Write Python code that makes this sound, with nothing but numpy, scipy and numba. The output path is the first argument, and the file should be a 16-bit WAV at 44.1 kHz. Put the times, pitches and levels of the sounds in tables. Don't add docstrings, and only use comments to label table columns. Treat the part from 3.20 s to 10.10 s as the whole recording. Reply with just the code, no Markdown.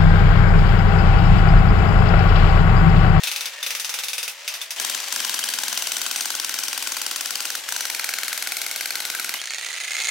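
import sys
import numpy as np
from scipy import signal
from scipy.fft import rfft, irfft
from scipy.io import wavfile
from numba import njit

SR = 44100
rng = np.random.default_rng(int(sys.argv[2]) if len(sys.argv) > 2 else 0)


def file_out(sig):
    cols = np.atleast_2d(sig).T
    lim = np.clip(cols, -1, 1)
    pcm = np.round(lim * 32767).astype(np.int16)
    wavfile.write(sys.argv[1], SR, pcm)


N = 304290
T = np.arange(N) / SR
CLOSE_S, LIFT_S = 1.562, 6.14
CLOSE, FREE = T > CLOSE_S, np.clip((T - LIFT_S) / 0.06, 0, 1)
SNAP, RIPPLE_DB = .4, 1.5


def undb(db):
    return np.exp(np.asarray(db) * (np.log(10) / 20))


def unit(x):
    return x / np.sqrt(np.mean(x ** 2))


def curve(table):
    return np.interp(T, *np.array(table).T)


def wander(rate):
    knots = rng.standard_normal(N // 16)
    return np.interp(T * rate, np.arange(len(knots)), knots)


def rough_tone(hz, rough, rate):
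    cycles = np.cumsum(hz * (1 + rough * wander(rate))) / SR
    return np.sin(2 * np.pi * (cycles % 1))


def swell(centre_s, length_s):
    return np.exp(-(2 * (T - centre_s) / length_s) ** 2)


def once_a_turn(turns, centre, width):
    return np.exp(-.5 * (((turns - centre + .5) % 1 - .5) / width) ** 2)


def colour(x, table, column=1, size=4096):
    rows, hz = np.array(table), np.arange(size // 2 + 1) * SR / size
    gain = unit(undb(np.interp(np.log(hz + 1), np.log(rows[:, 0]), rows[:, column])))
    cepstrum = irfft(np.log(gain))
    cepstrum[1:size // 2] *= 2
    cepstrum[size // 2 + 1:] = 0
    return signal.oaconvolve(x, irfft(np.exp(rfft(cepstrum)))[None], axes=1)[:, :N]


def ring(x, modes, shift_db=0):
    out = 0
    for hz, width, db in modes:
        strength = undb(db + shift_db * wander(8) if shift_db else db)
        out += strength * signal.lfilter(*signal.iirpeak(hz, hz / width, fs=SR), x + 1e-18)
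    return out


def stereo(pair, side):
    apart = signal.lfilter(*signal.butter(1, 1300, "high", fs=SR), pair[1] + 1e-18)
    return (pair[0] + side * np.array([[1], [-1]]) * apart) / np.sqrt(1 + side ** 2)


def walls(x, t60, gap_s):
    t = T[:SR // 3]
    tail = stereo(rng.standard_normal((2, len(t))), side=0.22) * undb(-60 * t / t60) * (t > gap_s)
    return signal.oaconvolve(x, tail / np.sqrt(np.sum(tail[0] ** 2)), axes=1)[:, :N]


def gripped_response(hz, modes, drift_db=.9, shift_widths=.22):
    response = 1
    for centre, width, db in modes:
        louder, higher = rng.standard_normal(2)
        detuning = (hz ** 2 - (centre + shift_widths * width * higher) ** 2) / (width * (hz + 1))
        response += undb(3.5 + db + drift_db * louder) / (1 + 1j * detuning)
    return response


def bursts(events, hold_s, fade_s, memory, memory_hz, snap=0, ripple_db=0, modes=(), size=4096):
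    t, hz = np.arange(size) / SR, np.arange(size // 2 + 1) * SR / size
    shape = np.exp(-np.maximum(t - hold_s, 0) / fade_s) * (1 + snap * np.exp(-t / .0008))
    keep = np.clip(memory, 0, .995) * np.exp(-hz / memory_hz)
    out, pattern = np.zeros((2, N + 2 * size)), rfft(rng.standard_normal((2, size)))
    knots_hz = np.arange(0, SR / 2, 900)
    for s, db in events:
        pattern = keep * pattern + np.sqrt(1 - keep ** 2) * rfft(rng.standard_normal((2, size)))
        spectrum = rfft(shape * irfft(pattern))
        tint = undb(ripple_db * np.interp(hz, knots_hz, rng.standard_normal(len(knots_hz))))
        shudder = unit(shape ** .1 * irfft(tint * spectrum / np.abs(spectrum) ** .4))
        if len(modes):
            shudder = irfft(rfft(shudder) * gripped_response(hz, modes))
        start = int(np.clip(s * SR, 0, N))
        out[:, start:start + size] += undb(db) * shudder * np.sqrt(np.mean(shape ** 2))
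    return out[:, :N]


@njit
def settle(speed, aim, lag_s):
    out = np.empty(len(aim))
    for i in range(len(aim)):
        speed += (aim[i] - speed) / (lag_s[i] * SR)
        out[i] = speed
    return out


# first blow in seconds, release in seconds,
# blows a second at the spell's start, easing to the loaded pace.
SPELLS = [(.0351, .262, 29.43), (.4288, 1.1, 31.26), (1.5986, 1.77, 20.8), (1.9246, 4.37, 30.17),
          (4.4886, 6.16, 32.14)]
# time in seconds, crank turns a second.
LOADED_SPEED = [(.25, 20.55), (.55, 20.46), (.68, 21.24), (1.05, 20.14), (1.7, 19.86), (2, 20.86),
                (2.36, 20.17), (2.44, 22.39), (2.56, 20.57), (3.4, 21.234), (4.3, 20.216), (4.6, 21.025),
                (5.2, 20.927), (5.85, 20.45), (6.1, 21.44)]
def crank(start_speed=25, free_speed=29.82, spin_up_s=.26, sag_s=.052):
    aim, lag_s = np.full(N, free_speed), np.full(N, spin_up_s)
    turns, pressed = start_speed * (T - SPELLS[0][0]), np.zeros(N)
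    for start, release, opening_rate in SPELLS:
        since, spell = T >= start, (T >= start) & (T < release)
        aim[spell], lag_s[spell], pressed[spell] = curve(LOADED_SPEED)[spell], sag_s, 1
        turns[since] = np.cumsum(settle(opening_rate, aim[since], lag_s[since])) / SR
    return settle(float(start_speed), aim, lag_s), turns, pressed


# time in seconds, level in dB.
RUSH_LEVEL = [(0, -36.5), (.6, -37.5), (1.17, -41), (1.28, -36), (1.4, -37), (1.56, -42), (3.5, -46),
              (6.05, -46), (6.3, -49.5), (6.9, -45)]
# frequency in Hz, gain from afar in dB, gain close by in dB.
RUSH_EQ = [(40, -39, -30), (111, -20, -36), (265, -17, -12), (523, -2.5, -6), (835, -1, -1),
           (1450, 1.5, -1), (1900, 5, 2), (3000, 6.5, 3.5), (4430, 1.5, 1), (5800, 1.5, 1),
           (7340, -2.5, -2), (11800, -12.5, -9.5), (15500, -13, -16)]
# frequency in Hz, gain in dB.
GEARBOX_EQ = [(60, -79), (200, -35), (330, -14), (500, -7.5), (750, -3.5), (1050, -7), (1350, 1.5),
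              (1520, -1.5), (2200, 3.5), (2700, 4), (3250, 2.5), (3800, 3.5), (4400, 2), (5200, -1.5),
              (6000, -1.5), (6700, -4), (7800, -6.5), (9400, -2), (10500, -11), (15500, -19)]
def fan_rush(turns, close_db=10.5):
    air = stereo(rng.standard_normal((2, N)), side=0.58)
    flutter_db = 2 * wander(350) + 2 * once_a_turn(turns, 0.89, 0.092)
    air *= undb(curve(RUSH_LEVEL) + close_db * CLOSE + flutter_db)
    working = np.where(CLOSE, colour(air, RUSH_EQ, column=2), colour(air, RUSH_EQ, column=1))
    return working * (1 - FREE) + FREE * colour(air, GEARBOX_EQ)


# time in seconds, level in dB.
WHINE_LEVEL = [(0, -52), (.2, -64), (.41, -47), (.54, -58), (1.5, -69), (2.2, -54), (3.2, -48), (3.7, -50),
               (4.4, -53), (4.9, -49.5), (5.4, -49.5), (6.0, -45), (6.2, -47)]
TEETH, BARS = 72.7, 528
def motor_whine(speed, turns, pressed):
    swaying = speed * (1 + 0.05 * np.sin(2 * np.pi * (turns - .35)) * pressed)
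    strain_db = 14 * CLOSE * pressed * once_a_turn(turns, 0.833, 0.042)
    level = undb(curve(WHINE_LEVEL) + strain_db + 4.6 * wander(200))
    whine = level * rough_tone(TEETH * swaying, rough=0.0365, rate=600)
    whistle = undb(-51) * CLOSE * rough_tone(BARS * swaying, rough=0.00345, rate=620)
    return whine + whistle


# centre in seconds, length in seconds, level in dB.
CASE_SWELLS = [(0, 0.081, -38), (0.403, 0.16, -40.5)]
def case_ring(hz=1830):
    level = sum(undb(db) * swell(s, length) for s, length, db in CASE_SWELLS)
    return level * rough_tone(hz, rough=0.027, rate=600)


# pitch as a multiple of the crank's speed, level in dB.
HUM_PARTIALS = [(24, -57), (40, -58)]
def armature_hum(speed):
    return sum(undb(db) * rough_tone(order * speed, rough=0.0201, rate=150) for order, db in HUM_PARTIALS)


# opening level in dB, change in dB a second, first-blow offset in dB.
SPELL_FORCE = [(-19, -20, 0), (-21, -0.5, -1), (-16.5, -16, -0.5), (-17, -1, -0.5), (-18.5, -0.5, -2)]
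# start in seconds, level in dB.
STRAY_BLOWS = [(1.278, -21.5), (1.3398, -25), (1.4147, -25.5), (1.5064, -23), (1.8015, -25.5),
               (1.8402, -27.5), (1.883, -26)]
def striker(turns, scatter_db=.35):
    blows = list(STRAY_BLOWS)
    for (start, release, _), (db, db_per_s, first_db) in zip(SPELLS, SPELL_FORCE):
        spell = (T >= start) & (T < release)
        times = np.interp(np.arange(turns[spell][-1]), turns[spell], T[spell])
        levels = db + db_per_s * (times - start) + first_db * (times == times[0])
        blows += zip(times, levels + scatter_db * rng.standard_normal(len(times)))
    return sorted(blows)


# frequency in Hz, gain in dB from afar, close and bare, close and buried.
CRACK_EQ = [(150.0, -54, -38, -49), (360, -20.5, -23, -15), (745, -8, -2, -4.5), (1050, -8, -3.5, -17),
            (1330, 0, -1.5, -4.5), (1980, -0.5, 0.5, -5.5), (2120, 2.5, -2.5, -3.5), (2840, 2.5, 5.5, -5.5),
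            (3280, -1, 3.5, -9), (4940, 1.5, 3.5, -5.5), (6070, 3.5, -1.5, -1), (6950, -4, 0.5, -3.5),
            (11400, -3, -2, -3.5), (14900, -9.5, -5.5, -15)]
# pitch in Hz, width in Hz, gain in dB.
STEEL_MODES = [(2700, 560, 2), (3590, 290, 6.5), (4900, 130, 1), (5300, 130, 1), (5850, 90, 1.5),
               (6230, 58, 2.5), (8400, 69, 0.5), (9360, 120, -9), (14440, 150, 4)]
def far_blows(all_blows):
    blows = [b for b in all_blows if b[0] < CLOSE_S]
    hit = bursts(blows, 0.0014, 0.0033, memory=0.59, memory_hz=60000, snap=SNAP, ripple_db=RIPPLE_DB)
    hit = stereo(hit, side=0.18)
    clank = colour(hit + undb(-4) * ring(hit, STEEL_MODES, shift_db=3.5), CRACK_EQ)
    wash = bursts(blows, hold_s=0.0086, fade_s=0.027, memory=0.78, memory_hz=25000)
    wash = colour(stereo(wash, side=0.82), CRACK_EQ)
    tremor = bursts(blows, hold_s=0.0017, fade_s=.024, memory=0.85, memory_hz=30000, ripple_db=RIPPLE_DB)
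    steel = ring(stereo(tremor, side=0.98), STEEL_MODES, shift_db=3)
    reflected = np.roll(clank[::-1], int(.0056 * SR), axis=1)
    slap = colour(reflected, [(500, -30), (3000, -4), (6000, -0.5), (15000, -1)])
    echo = walls(clank, t60=0.2, gap_s=0.011)
    return undb(-3.5) * clank + undb(-8.5) * slap + undb(-9) * wash + undb(-3) * steel + undb(-6) * echo


# frequency in Hz, gain from afar in dB, gain close by in dB.
THUD_EQ = [(29.8, -32, -45), (69.5, -15, -24), (110, -6, -20.5), (162, -25, -19), (190, 2, -10.5),
           (247, -4, 5), (258, -2, -1.5), (365, 1, 0.5), (424, -18, -22), (499, 15.5, 1), (653, -5, 0),
           (1010, -20, -13), (2500, -30, -29)]
def recoil(blows, half_turn_s=.024):
    kick = stereo(bursts(blows, hold_s=0.004, fade_s=0.011, memory=1, memory_hz=12200), side=0.39)
    shake = kick - undb(-6) * np.roll(kick, int(half_turn_s * SR), axis=1)
    far = undb(-31) * colour(shake, THUD_EQ, column=1)
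    near = undb(-28.5) * colour(shake, THUD_EQ, column=2)
    middle, apart = bursts(blows, hold_s=0.018, fade_s=0.03, memory=0, memory_hz=1000)
    soil = middle + .4 * np.array([[1], [-1]]) * apart
    rumble = colour(soil, [(20, 6.5), (35, 4), (60, -16), (120, -29), (300, -25), (1000, -65)])
    return np.where(CLOSE, near, far) + undb(-45.5) * rumble


def crumbs(blows, grains_per_s=700, spread_db=2.5, fade_s=0.035):
    times, levels = np.array(blows).T
    last = np.maximum(np.searchsorted(times, T) - 1, 0)
    drive = undb(levels[last]) * np.exp(-np.abs(T - times[last]) / fade_s) * (T > times[0])
    sizes = undb(spread_db * np.minimum(rng.exponential(size=(2, N)), 4)) * rng.standard_normal((2, N))
    grains = sizes * (rng.random((2, N)) < grains_per_s / SR)
    grit = stereo(unit(walls(grains, t60=0.02, gap_s=0)), side=1)
    return undb(-12.5) * drive * colour(grit, [(300, -29), (2000, -3.5), (6000, 6), (11000, 8), (15500, 3)])


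# start in seconds, pitch in Hz, level in dB, fade in seconds.
PINGS = [(.073, 2560, -23, 0.0092), (.258, 4680, -30, .012), (0.427, 3600, -23.5, 0.013),
         (0.465, 2580, -43, 0.011), (.55, 2450, -32, .009), (1.0778, 2570, -20, 0.0046),
         (1.28, 2490, -26, 0.0085), (1.28, 6230, -26, 0.012), (1.414, 3530, -23, 0.008),
         (1.926, 8750, -31, 0.028), (4.607, 5900, -25, 0.0086), (5.951, 1586, -23, 0.009)]
def chisel_pings(attack_s=0.0012):
    out = np.zeros(N)
    for s, hz, db, fade_s in PINGS:
        envelope = np.clip((T - s) / attack_s, 0, 1) * np.exp(-np.abs(T - s) / fade_s)
        out += undb(db) * envelope * rough_tone(hz, rough=0.0121, rate=370)
    return out


# time in seconds, level in dB.
CHIRP_LEVEL = [(1.6, -25.5), (2.7, -28), (3.1, -31), (3.7, -30.5), (4.5, -40), (5.1, -33), (6.0, -37)]
def gear_chirp(turns, pressed, hz=3130, at_turn=.832):
    octave = rough_tone(hz * (1 - .13 * np.sin(2 * np.pi * (turns - at_turn))), rough=.016, rate=1100)
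    gate = CLOSE * np.maximum(pressed, T < SPELLS[2][0]) * once_a_turn(turns, at_turn, 0.032)
    return gate * undb(curve(CHIRP_LEVEL) + 4 * wander(300)) * octave


# pitch in Hz, width in Hz, gain in dB.
BARE_MODES = [(1050, 115, 0.5), (1384, 69, 3), (1595, 90, 1.5), (2480, 140, -9), (2890, 150, -11),
              (3810, 250, -8), (4640, 150, 0), (5950, 590, 2.5), (6170, 220, -1.5), (7450, 440, -5),
              (8640, 700, -7), (14000, 410, 0)]
BURIED_MODES = [(1374, 140, 2), (1580, 130, 3), (2240, 470, 6.5), (3700, 170, 1), (4190, 320, 9.5),
                (5070, 240, -10), (6360, 240, -17), (8500, 330, -7), (11800, 440, -4), (14150, 490, 8.5)]
# pitch in Hz, width in Hz, gain in dB.
SHANK_MODES = [(4680, 110, -3), (5850, 130, 2.5), (6020, 110, -2), (8650, 330, 0), (11600, 540, -7)]
BARREL_MODES = [(1450, 56, 2), (1620, 64, 1), (3830, 60, 2), (5860, 110, -8), (11500, 600, 0)]
def near_blows(all_blows, sink_at_s=4.5, sinking_s=.35):
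    blows = [b for b in all_blows if b[0] > CLOSE_S]
    sunk = np.clip((T - sink_at_s) / sinking_s, 0, 1)
    bare_gain, buried_gain = np.sqrt(1 - sunk), np.sqrt(sunk)
    attack = dict(snap=SNAP, ripple_db=RIPPLE_DB)
    bare = bursts(blows, 0.003, 0.0018, memory=0.8, memory_hz=35000, modes=BARE_MODES, **attack)
    buried = bursts(blows, 0.0021, 0.0022, memory=0.87, memory_hz=25000, modes=BURIED_MODES, **attack)
    crack = undb(-5) * colour(stereo(bare, side=0.48) * bare_gain, CRACK_EQ, column=2)
    crack += undb(-6) * colour(stereo(buried, side=0.36) * buried_gain, CRACK_EQ, column=3)
    contact = bursts(blows, hold_s=0.00075, fade_s=0.00033, memory=0.884, memory_hz=50000)
    knock_eq = [(300, -27), (1100, -10.5), (1400, 2), (2400, -4.5), (3300, -8.5), (15000, -46)]
    knock = colour(stereo(contact, side=0.23), knock_eq)
    tremor = stereo(bursts(blows, hold_s=0.002, fade_s=0.048, memory=0.69, memory_hz=30000), side=0.58)
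    steel = ring(tremor, SHANK_MODES, shift_db=3.5) * bare_gain
    steel += undb(-2) * ring(tremor, BARREL_MODES, shift_db=2.5) * buried_gain
    return crack + undb(-8.5) * knock + undb(-9) * steel + undb(-10) * walls(crack, t60=0.35, gap_s=0.012)


# delay in seconds, pitch in Hz, level against the blow in dB.
BOUNCES = [(0.0164, 3790, -12.5), (0.0169, 2320, -19.5), (.019, 6170, -18), (0.0228, 2220, -16),
           (.026, 4720, -25), (.029, 5870, -14), (.033, 2810, -15.5)]
def bounces(all_blows, fade_s=0.0017, jitter_s=.0008, scatter_db=3, size=1024):
    blows = [b for b in all_blows if b[0] > CLOSE_S]
    t, ticks = np.arange(size) / SR, np.zeros(N + size)
    for s, blow_db in blows:
        for delay_s, hz, db in BOUNCES:
            later, louder, higher = rng.standard_normal(3)
            start = int((s + delay_s + jitter_s * later) * SR)
            tick = np.exp(-t / fade_s) * np.sin(2 * np.pi * hz * (1 + 0.017 * higher) * t)
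            ticks[start:start + size] += undb(blow_db + db + scatter_db * louder) * tick
    ticks = np.array([ticks[:N]] * 2)
    rebounds = [(s + .014, db) for s, db in blows]
    chatter = bursts(rebounds, hold_s=0.017, fade_s=0.0063, memory=0.91, memory_hz=30000)
    chatter = colour(stereo(chatter, side=1), CRACK_EQ, column=2)
    return ticks + undb(-1) * walls(ticks, t60=0.054, gap_s=0.001) + undb(-15.5) * chatter


# centre in seconds, length in seconds, pitch in Hz, level in dB.
SQUEAKS = [(6.147, 0.063, 2960, -34.5), (6.2, 0.032, 3200, -32.5), (6.309, 0.022, 4420, -30),
           (6.352, 0.029, 6700, -33), (6.384, 0.035, 4400, -32)]
def shank_squeaks():
    slip = unit(undb(6 * wander(250)))
    return slip * sum(undb(db) * swell(s, length) * rough_tone(hz, rough=.065, rate=1100)
                      for s, length, hz, db in SQUEAKS)


def clod(db=-27):
    knock = bursts([(LIFT_S, db)], hold_s=0.0036, fade_s=0.0043, memory=0, memory_hz=1000)
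    earth_eq = [(150, -33), (500, -13), (900, 6), (1400, -3), (2500, 2), (5000, -26), (15000, -44)]
    return colour(stereo(knock, side=0.22), earth_eq)


def gear_song(speed, turns, rise_db_per_s=18.5, at_turn=0.13, overtone=3.17):
    lifted_s = np.maximum(T - LIFT_S, 0)
    gate = np.clip(lifted_s / 0.11, 0, 1) ** 2 * np.tanh(2 * once_a_turn(turns, at_turn, 0.1))
    level = undb(-43.5 + rise_db_per_s * lifted_s + 1.5 * wander(400)) * gate
    mesh_hz = TEETH * speed * (1 - 0.026 * np.sin(2 * np.pi * (turns - at_turn)))
    rasp = 1 + .55 * rough_tone(mesh_hz / 5.5, rough=.12, rate=300)
    hoarse = .02 + .025 * np.exp(-lifted_s / .2)
    song = undb(7) * rasp * rough_tone(mesh_hz, rough=hoarse, rate=700)
    shrill = undb(-18 + 29 * lifted_s) * rasp * rough_tone(overtone * mesh_hz, rough=.018, rate=220)
    scrape = rasp * stereo(rng.standard_normal((2, N)), side=0.73)
    casing = unit(ring(scrape, [(2450, 380, -7), (3980, 400, 1), (6700, 750, 5)]))
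    return level * (song + shrill + undb(1.5) * colour(scrape, GEARBOX_EQ) + undb(-2.5) * casing)


# start in seconds, relative level in dB.
CLACKS = [(6.2005, -30), (6.2387, -22), (6.256, -20), (6.2731, -25), (6.3056, -19), (6.335, -18.5),
          (6.345, -19.5), (6.3832, -19), (6.39, -30), (6.4108, -22), (6.4477, -21.5), (6.4625, -21),
          (6.487, -21), (6.5204, -28), (6.5295, -25), (6.6015, -20), (6.6365, -21.5), (6.6802, -39),
          (6.697, -25), (6.7071, -17), (6.7331, -22), (6.7414, -21), (6.7665, -17), (6.8019, -17),
          (6.81, -20), (6.836, -19), (6.844, -16.5), (6.8505, -22), (6.8706, -17), (6.879, -26)]
def loose_clatter(knocks_per_s=85, count=66, rise_db_per_s=6, scatter_db=4):
    later, louder = rng.standard_normal((count, 2)).T
    after_s = (1 + np.arange(count) + 0.33 * later) / knocks_per_s
    rattle = list(zip(LIFT_S + after_s, -30.5 + rise_db_per_s * after_s + scatter_db * louder))
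    hits = sorted(CLACKS + rattle)
    knocks = bursts(hits, hold_s=0.0025, fade_s=0.0007, memory=0.67, memory_hz=30000, ripple_db=RIPPLE_DB)
    knocks = stereo(knocks, side=0.33)
    steel = ring(knocks, [(2210, 330, -0.5), (4350, 240, -5), (6700, 1100, 5)])
    return undb(-8) * colour(knocks + steel, GEARBOX_EQ)


# time in seconds, left minus right in dB.
PAN = [(0, 2.5), (1.5, 1.5), (1.6, 4), (3.8, 3.5), (6.05, 2), (6.38, -2.7)]
def scene():
    speed, turns, pressed = crank()
    blows = striker(turns)
    pressed_blows = [b for b in blows if b not in STRAY_BLOWS]
    tool = far_blows(blows) + near_blows(blows)
    notes = np.array([chisel_pings() + shank_squeaks()] * 2)
    tool += notes + undb(-9) * walls(notes, t60=0.12, gap_s=0.0013)
    tool += recoil(pressed_blows) + bounces(pressed_blows) + crumbs(blows) + clod() + fan_rush(turns)
    motor = motor_whine(speed, turns, pressed) + gear_chirp(turns, pressed)
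    motor += case_ring() + armature_hum(speed)
    motor = np.array([motor] * 2) * (1 - FREE)
    tool += motor + undb(-11.5) * walls(motor, t60=0.18, gap_s=0.00112)
    free_run = gear_song(speed, turns) + loose_clatter()
    tool += free_run + undb(-9.5) * walls(free_run, t60=0.13, gap_s=0.0062)
    bass, pan_db = signal.lfilter(*signal.butter(1, 1100, fs=SR), tool), curve(PAN)
    return bass + (tool - bass) * undb(np.array([pan_db, -pan_db]) / 2)


def record(dry, ceiling=0.47, low_hz=115, top_hz=15850):
    rounded = ceiling * np.tanh(dry / ceiling)
    thin = signal.sosfilt(signal.butter(2, low_hz, "high", fs=SR, output="sos"), rounded)
    return signal.sosfilt(signal.ellip(10, .2, 70, top_hz, fs=SR, output="sos"), thin)


dry = scene()
out = record(dry)
file_out(out)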